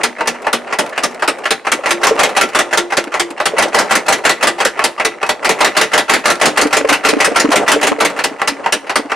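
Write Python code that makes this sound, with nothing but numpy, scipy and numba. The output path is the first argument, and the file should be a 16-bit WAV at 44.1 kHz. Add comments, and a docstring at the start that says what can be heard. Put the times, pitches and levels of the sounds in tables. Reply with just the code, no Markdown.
"""A belt-driven power hammer forges a hot steel bar: each blow of the die is a noisy metal clang with ringing
frame modes, a short rumble and a hum. Between blows the linkage rattles and clacks, built from chattering noise
bursts, and the bar thuds back on the anvil as short swelling notes, mostly in the fast runs. The drive rushes and
ticks underneath and the walls answer; a close microphone limits the loud hits and rounds off their peaks."""
import sys
import numpy as np
from scipy import signal
from scipy.io import wavfile
from scipy.ndimage import uniform_filter1d, map_coordinates
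from numba import njit

SR = 44100
rng = np.random.default_rng(int(sys.argv[2]) if len(sys.argv) > 2 else 0)


def gain_from_db(level_db):
    """Turn a decibel level (scalar or array-like) into a linear amplitude factor."""
    decades = np.asarray(level_db, float) / 20
    return 10 ** decades


def dump(signal):
    """Clip the signal to [-1, 1] and save it as 16-bit WAV at the path in sys.argv[1]."""
    limited = np.clip(np.atleast_2d(signal).T, -1, 1)
    pcm = np.round(limited * 32767).astype(np.int16)
    wavfile.write(sys.argv[1], SR, pcm)


N = 403515
LENGTH = SR // 4  # samples in each single hit


# The hum after a blow, changing as the bar is moved and turned.
# Each row: time in seconds, pitch in Hz, level in dB before a random scatter.
ANVIL_HUM = [(0, 240, -29), (.53, 239, -22), (1.05, 241, -26.5), (1.25, 351, -29), (1.6, 340, -40),
             (1.9, 348, -16.5), (2.35, 349, -32), (2.8, 348, -14.5), (3.3, 343, -27), (3.65, 343, -26),
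             (3.9, 348, -37), (4.5, 348, -22.5), (5.2, 348, -32), (5.5, 343, -23.5), (5.9, 353, -41),
             (6.32, 348, -26), (6.44, 298, -22), (6.75, 298, -18), (7.3, 288, -38), (7.72, 294, -13),
             (8.1, 284.5, -28), (9, 270, -28)]


def anvil_hum(blow_s):
    """The anvil and bar hum on after each blow, a sine whose pitch wavers and whose phase differs left to right."""
    waver_share, waver_rate_hz = 0.01, 46
    when, *columns = np.transpose(ANVIL_HUM)
    hum_hz, hum_db = (np.interp(blow_s, when, c)[:, None, None] for c in columns)
    t = np.arange(LENGTH) / SR
    knots = rng.standard_normal((len(blow_s), 24))
    wander = np.array([map_coordinates(k, [t * waver_rate_hz]) for k in knots])[:, None]
    cycles = hum_hz * np.cumsum(1 + waver_share * wander, axis=2) / SR
    hum = np.sin(2 * np.pi * cycles + [[.3], [-.3]])
    fade_out = np.cos(np.pi / 2 * t / t[-1])
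    level_db = hum_db + 3.0 * rng.standard_normal(hum_db.shape)
    return hum * fade_out * gain_from_db(level_db - 60 * t / 0.55)


# The die landing on the bar. Each row: time in seconds, clang level in dB.
DIE_BLOWS = [(0.0331, 2), (0.2726, 0.3), (0.5285, 1), (0.786, 1.5), (1.034, 0.1), (1.2763, 0.5),
             (1.5057, 2.1), (1.7167, 3), (1.9061, 2), (2.068, 3.5), (2.232, 4.5), (2.41, 4.5), (2.588, 3.5),
             (2.7725, 2.5), (2.9688, 1.1), (3.1956, -1), (3.4548, 1.5), (3.6219, -1), (3.7859, 5.5),
             (3.9518, 3.5), (4.1235, 1), (4.293, 4.5), (4.4703, 3), (4.649, 2.5), (4.8393, 4.5),
             (5.048, 0.3), (5.2901, -0.2), (5.4912, 5), (5.6449, 7), (5.8118, 6), (5.9766, 5),
             (6.1354, 4.5), (6.3, 2), (6.4555, 6.5), (6.6121, 2.5), (6.7669, 2), (6.9257, 4.5),
             (7.0862, 3.5), (7.2439, 3.5), (7.3969, 2.5), (7.5567, 3), (7.7159, 5.5), (7.868, 0.5),
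             (8.0477, 1), (8.2382, .6), (8.474, 0.5), (8.7228, 2), (8.956, 1.5)]
# Colour of a hard contact. Each row: frequency in Hz, relative level in dB.
CLANG_COLOUR = [(59, -22), (100, -9.5), (1250, -0.5), (1580, -2), (1830, -1), (3050, -8.5), (8460, -12),
                (9210, -10.5), (16000, -36.5)]
# How long the clang's noise lasts. Each row: frequency in Hz, 60 dB decay time in seconds.
CLANG_DECAY = [(200, 0.22), (1000, 0.093), (3000, .12), (12000, 0.08)]
# Colour of the anvil and floor shaking. Each row: frequency in Hz, relative level in dB.
ANVIL_COLOUR = [(40, -41), (120, -14), (240, 22), (450, 22), (900, -42.5)]


def die():
    """The blow clangs through ram and frame and shakes the anvil, which answers slowly with a rumble and a hum."""
    s, db = np.transpose(DIE_BLOWS)
    t = np.arange(LENGTH) / SR
    rumble = stereo_noise((len(s), 2, LENGTH), lambda hz, _: colour(ANVIL_COLOUR, hz), size=1024)
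    rumble *= gain_from_db(db - 32)[:, None, None] * gain_from_db(-60 * t / 0.044)
    slow_start = 1 - np.exp(-t / 0.011)
    thump = (rumble + anvil_hum(s)) * slow_start
    clang = contact(db, CLANG_COLOUR, CLANG_DECAY, ring_db=-15.0, slow=2.13, chatter_db=0.24)
    return place(s, clang + thump)


# Linkage clacks as the ram is thrown down. Each row: time in seconds, knock level in dB.
LINKAGE_CLACKS = [(0.209, -11.5), (0.469, -10), (0.726, -7.5), (0.979, -8), (1.224, -8), (1.456, -7.5),
                  (1.669, -8), (1.86, -5), (2.033, 0.5), (2.192, 1), (2.366, 0.5), (2.549, -1), (2.729, -3),
                  (2.923, -7.5), (3.142, -8), (3.402, -8.5), (3.583, 1.5), (3.746, 8), (3.91, 1.5),
                  (4.083, 4), (4.251, 3), (4.427, 1), (4.603, -3), (4.793, -10), (4.999, -7.5), (5.23, -9),
                  (5.447, -1), (5.607, 2), (5.768, 4), (5.934, 1), (6.096, 6), (6.257, 9), (6.414, 4.5),
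                  (6.574, 3.5), (6.728, 2.5), (6.889, 1.5), (7.049, 3), (7.203, 1.5), (7.36, 2),
                  (7.517, -0.5), (7.68, 2), (7.829, -0.5), (8.004, 0), (8.191, -7), (8.418, -10),
                  (8.662, -10), (8.896, -7.5), (9.119, -10.5)]
# A stronger clack clangs more. Each row: knock level in dB, clang in dB against the knock.
CLACK_HARDNESS = [(-8.5, -11), (-25, -21), (0, 1.5), (6, 3)]
# Colour of a dull contact. Each row: frequency in Hz, relative level in dB.
KNOCK_COLOUR = [(100, -36), (308, -18), (535, -3), (1200, -3), (1720, -5.5), (2860, -10.5), (3470, -25.5),
                (4000, -23), (9610, -29), (16000, -69)]
# How long a knock's noise lasts. Each row: frequency in Hz, 60 dB decay time in seconds.
KNOCK_DECAY = [(200, 0.35), (1000, 0.14), (4000, 0.17), (12000, 0.047)]
# How long the first touch of a clack lasts. Each row: frequency in Hz, 60 dB decay time in seconds.
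SNAP_DECAY = [(500, 0.025), (3000, 0.026), (10000, 0.023)]


def clacks():
    """A light clack is one crisp, ringing knock; a hard one clangs first, then its knock builds up over many
    contacts that smother the ring."""
    snap_db, snap_fades = 1, 0.85  # level, then loss per dB of hardness
    s, db = np.transpose(LINKAGE_CLACKS)
    clang_db = np.interp(db, *np.transpose(CLACK_HARDNESS))
    hard_db = clang_db + 7
    knock = contact(db, KNOCK_COLOUR, KNOCK_DECAY, ring_db=-5.5 - 0.94 * hard_db[:, None],
                    slow=0.5 * gain_from_db(1.93 * hard_db), chatter_db=1.0)
    clang = contact(db + clang_db, CLANG_COLOUR, CLANG_DECAY, ring_db=-15.0, slow=4.2, chatter_db=1.5)
    snap = contact(db + snap_db - snap_fades * hard_db, KNOCK_COLOUR, SNAP_DECAY, ring_db=-19,
                   slow=0.1, chatter_db=3.0)
    return place(s - .0015, knock) + place(s, clang) + place(s - .001, snap)


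def slack_take_up():
    """The slack is taken up just before each clack, louder and brighter the faster the crank turns."""
    slow_turns = 4  # turns a second of the slow run
    turn_share, share_scatter = 0.094, .012  # how far ahead of the clack, in turns
    knock_db, knock_grows = -17, 1.6  # dB, dB per turn a second
    clang_db, clang_grows = -9, 6.6  # dB against the knock, dB per turn a second
    s, _ = np.transpose(LINKAGE_CLACKS)
    turn = np.diff(s, prepend=s[0] - 1 / slow_turns)
    faster = 1 / turn - slow_turns
    draw = rng.standard_normal((len(s), 3))
    ahead = turn * (turn_share + share_scatter * draw[:, 0])
    knock = knock_db + knock_grows * faster + 1.6 * draw[:, 1]
    clang = clang_db + clang_grows * faster + 3 * draw[:, 2]
    return np.transpose([s - ahead, knock, clang])


# Light contacts of loose linkage parts.
# Each row: time in seconds, knock level in dB, clang in dB against the knock.
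LOOSE_RATTLES = [(0.009, -21, -17), (0.258, -14.5, -5), (0.344, -21, -11), (0.418, -30, 6),
                 (0.671, -21, -17), (0.86, -20, 0), (0.892, -40, 15), (0.927, -17.5, -19),
                 (1.027, -17.5, 4), (1.11, -26.5, 2.1), (1.144, -40, 11), (1.384, -34, 5.5),
                 (1.89, -15.5, 13), (2.151, -35.5, 5), (2.29, -15, 7), (2.487, -22.5, 6), (3.04, -37, 12),
                 (3.171, -16, -2), (3.304, -31, 12), (3.683, -39.5, 15.5), (4.182, -30.5, 7),
                 (4.818, -9.5, -9), (5.115, -25, -19), (5.262, -19, 8), (6.191, -26, 6), (6.351, -30, 9),
                 (6.668, -21, 10.5), (8.097, -18, 7), (8.164, -17, 1.1), (8.386, -27, -11),
                 (8.634, -27, -16)]
# How long a light tick lasts. Each row: frequency in Hz, 60 dB decay time in seconds.
TICK_DECAY = [(500, 0.084), (10000, 0.051)]


def rattles():
    """Loose parts touch lightly: a knock that swells slowly, and a clang slower to rise the stronger the knock."""
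    s, db, clang_db = np.concatenate([slack_take_up(), LOOSE_RATTLES]).T
    knock = contact(db, KNOCK_COLOUR, KNOCK_DECAY, ring_db=-6.0, slow=3.8, chatter_db=2.5)
    clang = contact(db + clang_db, CLANG_COLOUR, TICK_DECAY, ring_db=-26,
                    slow=0.57 * gain_from_db(1.33 * (db + 33)), chatter_db=4.0)
    return place(s - .003, knock) + place(s, clang)


def linkage():
    """The linkage clacks as the ram reverses, and its loose parts rattle."""
    return clacks() + rattles()


# The bar dropping back on the anvil. Each row: time in seconds, level in dB, centre of the note in Hz.
BAR_THUDS = [(1.792, -19, 520), (2.075, -5, 441), (2.113, -2.5, 450), (2.155, -7, 342), (2.239, -8, 610),
             (2.276, -12.5, 530), (2.46, -15, 238), (2.985, -8, 620), (3.072, -12, 245), (3.308, -14, 300),
             (3.538, -10, 430), (3.659, -15.5, 565), (4.658, -9, 450), (5.498, -4, 463), (6.655, 0, 318),
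             (6.768, -15, 452), (6.809, -5, 345), (6.849, -7, 490), (6.919, -1.5, 276), (7.091, -5.5, 447),
             (7.133, 1, 314), (7.168, -3, 300), (7.28, -10, 450), (7.317, -7, 298), (7.447, 6, 284),
             (7.489, -2, 278), (7.544, -13, 600), (7.764, -5.5, 463), (7.917, 2, 290), (7.987, -12, 440),
             (8.032, -10, 450), (8.315, -14, 290), (8.52, -16, 290), (8.6, -24, 290), (8.765, -10.5, 286),
             (8.994, -5, 322), (9.055, -17, 293)]
# Modes of bar and anvil. Each row: frequency in Hz, relative level in dB, 60 dB decay time in seconds.
BAR_MODES = [(247, -15, 0.22), (290, 3.5, 0.062), (348, -21, 0.2), (450, 4.5, 0.097), (539, 16.5, 0.031),
             (572, 8, 0.035), (790, -26, 0.035), (1150, -12, .04)]


def bar():
    """A short hollow note swells and stops as the bar seats: modes near its centre are favoured, with a dull tick."""
    s, db, centre_hz = np.transpose(BAR_THUDS)
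    octaves_off = np.abs(np.log2(np.transpose(BAR_MODES)[0] / centre_hz[:, None]))
    feed_db = db[:, None] - 22 * octaves_off
    seating = gain_from_db(-60 * (np.arange(LENGTH) / SR / 0.098) ** 2)
    note = ringing(BAR_MODES, feed_db, 0.0042, scatter_db=2.5) * seating
    tick = contact(db - 14.0, KNOCK_COLOUR, TICK_DECAY, ring_db=-32, slow=0.63, chatter_db=5.5)
    return place(s - .003, note) + place(s, tick)


# The cast frame and ram. Each row: frequency in Hz, relative level in dB, 60 dB decay time in seconds.
FRAME_MODES = [(440, -13, .16), (612, -12, .15), (790, -10, .15), (915, -11, .15), (1098, -10, .12),
               (1184, -8, .1), (1370, -7, .15), (1750, -6, .09), (1976, -8, .16), (2116, -11, .1),
               (2578, -10, .13), (2775, -10, .09), (3240, -14, .09), (3946, -16, .07), (4385, -17, .1),
               (5108, -19, .1), (6200, -23, .1), (7830, -24, .08), (9115, -19, .07)]
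# A shock reaches the low, large parts later.
# Each row: frequency in Hz, rise time in seconds (a contact's noise stretches it by its slowness).
SHOCK_RISE = [(300, 0.0037), (1500, 0.004), (5000, 0.0022)]


def contact(db, spectrum, t60, ring_db, slow, chatter_db):
    """Metal on metal: chattering noise dying band by band, and frame modes as far as the contact's colour feeds them."""
    slow = np.reshape(slow, (-1, 1, 1, 1))
    # loose parts touch unevenly
    chatter = gain_from_db(chatter_db * rng.standard_normal((len(db), 1, 1, LENGTH // 64 + 2)))
    # each contact shakes other parts
    tint = gain_from_db(3 * rng.standard_normal((len(db), 1, 65, 1)))

    def crash_gain(hz, s):
        rise = 1 - np.exp(-(s + 0.00026) / (slow * along(SHOCK_RISE, hz)))
        decay = gain_from_db(-60 * (s / along(t60, hz)) ** 0.86)
        return colour(spectrum, hz) * rise * decay * tint * chatter[..., :len(s)]

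    crash = stereo_noise((len(db), 2, LENGTH), crash_gain)
    # a casting splits each mode in two
    pairs = np.concatenate([np.multiply(FRAME_MODES, [.994, 1, 1]), np.multiply(FRAME_MODES, [1.007, 1, .8])])
    mode_hz = pairs[:, 0]
    feed_db = ring_db + along(spectrum, mode_hz) - along(CLANG_COLOUR, mode_hz) + np.zeros((len(db), 1))
    ring = ringing(pairs, feed_db, along(SHOCK_RISE, pairs[:, :1]), scatter_db=5.5)
    return gain_from_db(db)[:, None, None] * (crash + ring)


def ringing(table, feed_db, rise, scatter_db):
    """Stereo rows of struck modes, each at a new strength and phase, a little unlike at the two ports."""
    hz, level, life = np.transpose(table)
    t = np.arange(LENGTH) / SR
    envelope = gain_from_db(-60 * t / life[:, None]) * (1 - np.exp(-t / rise))
    modes = envelope * np.exp(2j * np.pi * hz[:, None] * t)
    draw = rng.standard_normal((len(feed_db), 3, len(hz)))
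    turn = np.arccos(np.clip(along(STEREO_LIKENESS, hz), 0, 1)) / 2 * draw[:, 2]
    feed = gain_from_db(level + feed_db + scatter_db * draw[:, 0]) * np.exp(.5j * draw[:, 1])
    ports = np.stack([feed * np.exp(1j * turn), feed * np.exp(-1j * turn)], axis=1)
    return (ports @ modes).imag


# How alike the two microphone ports hear. Each row: frequency in Hz, left-right likeness from 0 to 1.
STEREO_LIKENESS = [(150, .25), (350, .76), (1000, .87), (4500, .85), (6000, .72), (8000, .33), (15000, .28)]


def stereo_noise(shape, gain, size=128):
    """Rows of left-right noise, shaped by gain(Hz, s) and alike as the two microphone ports are."""
    hz, t, z = signal.stft(rng.standard_normal(shape), SR, nperseg=size)
    turn = np.arccos(np.clip(along(STEREO_LIKENESS, hz), 0, 1))[:, None] / 2
    mid = z[..., 0, :, :] * np.cos(turn)
    side = z[..., 1, :, :] * np.sin(turn)
    pair = np.stack([mid + side, mid - side], axis=-3) * gain(hz[:, None], t)
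    return signal.istft(pair, SR, nperseg=size)[1][..., :shape[-1]]


def colour(spectrum, hz):
    """Gain of a spectrum, with unit power over the whole band."""
    gain = gain_from_db(along(spectrum, hz))
    return gain / np.sqrt(np.mean(gain ** 2))


def along(points, hz):
    """Reads (Hz, value) points on a log frequency axis."""
    f, v = np.transpose(points)
    return np.interp(np.log(hz + 1), np.log(f + 1), v)


def place(times, sounds):
    """Lays stereo sounds out at their times."""
    out = np.zeros((2, N + LENGTH))
    for s, sound in zip(times, sounds):
        start = round(s * SR)
        out[:, start:start + LENGTH] += sound
    return out[:, :N]


# Colour of motor and belt. Each row: frequency in Hz, relative level in dB.
DRIVE_COLOUR = [(25, -42), (80, 7), (200, 6.5), (550, 17.5), (1400, 4), (2600, -9.5), (4500, -20.5),
                (9000, -17.5), (13000, -76), (16000, -62)]
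# The drive swelling and sinking. Each row: time in seconds, gain of rush and ticks in dB.
DRIVE_LEVEL = [(0.0, -15.5), (0.12, -28.5), (1.55, -28), (1.76, -27.5), (1.9, -22), (2.24, -23.5),
               (2.52, -26), (3.06, -29), (3.21, -31), (3.6, -24.5), (3.95, -21), (4.18, -27), (5.33, -29),
               (5.68, -21), (6.04, -30.5), (6.73, -26), (7.3, -23.5), (7.749, -19.5), (7.95, -24.5),
               (9.15, -33)]


def drive():
    """Motor, belt and bearings: an uneven rush, and loose parts that keep ticking on the frame."""
    flutter_rate, ticks_per_s = 25, 25
    s, db = np.transpose(DRIVE_LEVEL)
    knots = rng.standard_normal(round(N / SR * flutter_rate) + 4)

    def uneven(hz, t):
        return colour(DRIVE_COLOUR, hz) * gain_from_db(-5 + 4.2 * map_coordinates(knots, [t * flutter_rate]))

    # three places on the frame, each ticking at random moments
    ticks = (rng.random((3, 1, N)) < ticks_per_s / SR) * gain_from_db(0.75 * rng.standard_normal((3, 1, N)))
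    spots = contact(np.full(3, -14.), KNOCK_COLOUR, TICK_DECAY, ring_db=-8, slow=0.45, chatter_db=7.5)
    rattle = signal.fftconvolve(ticks, spots, axes=2)[..., :N].sum(axis=0)
    rush = stereo_noise((2, N), uneven, size=512)
    return gain_from_db(np.interp(np.arange(N) / SR, s, db)) * (rush + rattle)


# How long the walls answer. Each row: frequency in Hz, 60 dB decay time in seconds.
SHOP_DECAY = [(200, 0.42), (2000, 0.39), (10000, 0.31)]


def shop(x):
    """The walls answer, each frequency dying at its own speed."""
    tail = stereo_noise((2, SR // 2), lambda hz, t: gain_from_db(-60 * t / along(SHOP_DECAY, hz)))
    delayed = np.pad(x, ((0, 0), (600, 0)))  # samples
    return signal.fftconvolve(delayed, tail / np.linalg.norm(tail[0]), axes=1)[:, :N]


def scene():
    """Hammer, bar, walls and drive."""
    hits = linkage() + die() + bar()
    return hits + gain_from_db(-21.5) * shop(hits) + drive()


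@njit
def follow(level, attack, release):
    """A level detector that rises fast and falls slower."""
    out = np.empty_like(level)
    state = 0.0
    for i in range(len(level)):
        state += (level[i] - state) * (attack if level[i] > state else release)
        out[i] = state
    return out


def low_pass(x):
    """Removes everything above the highest recorded frequency."""
    return signal.sosfilt(signal.butter(12, 16470, fs=SR, output="sos"), x)


def record(dry):
    """The microphone drops the bass of the air but feels the floor shake, each capsule in its own way.
    The limiter lags a moment behind each hit, and the input stage rounds off the peaks."""
    attack_s, release_s = .0006, .015
    thin = signal.sosfilt(signal.butter(3, 200, "high", fs=SR, output="sos"), dry)
    level = follow(np.abs(thin).max(axis=0), 1 / (attack_s * SR), 1 / (release_s * SR))
    shake = signal.sosfilt(signal.butter(2, 140, fs=SR, output="sos"), rng.standard_normal(dry.shape))
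    shake_level = uniform_filter1d(level, size=1300) + 0.011  # follows the hits, over a steady floor
    felt = thin + gain_from_db(-18.5) * shake_level * shake
    limited = felt / (1 + (level / gain_from_db(-0.5)) ** 6) ** (1 / 4.64)
    clipped = limited / (1 + np.abs(limited / .95) ** 3) ** (1 / 3)
    # the top of the band
    finished = signal.sosfiltfilt(signal.butter(10, 16000, fs=SR, output="sos"), clipped)
    return low_pass(finished)


dry = scene()
out = record(dry)
dump(out)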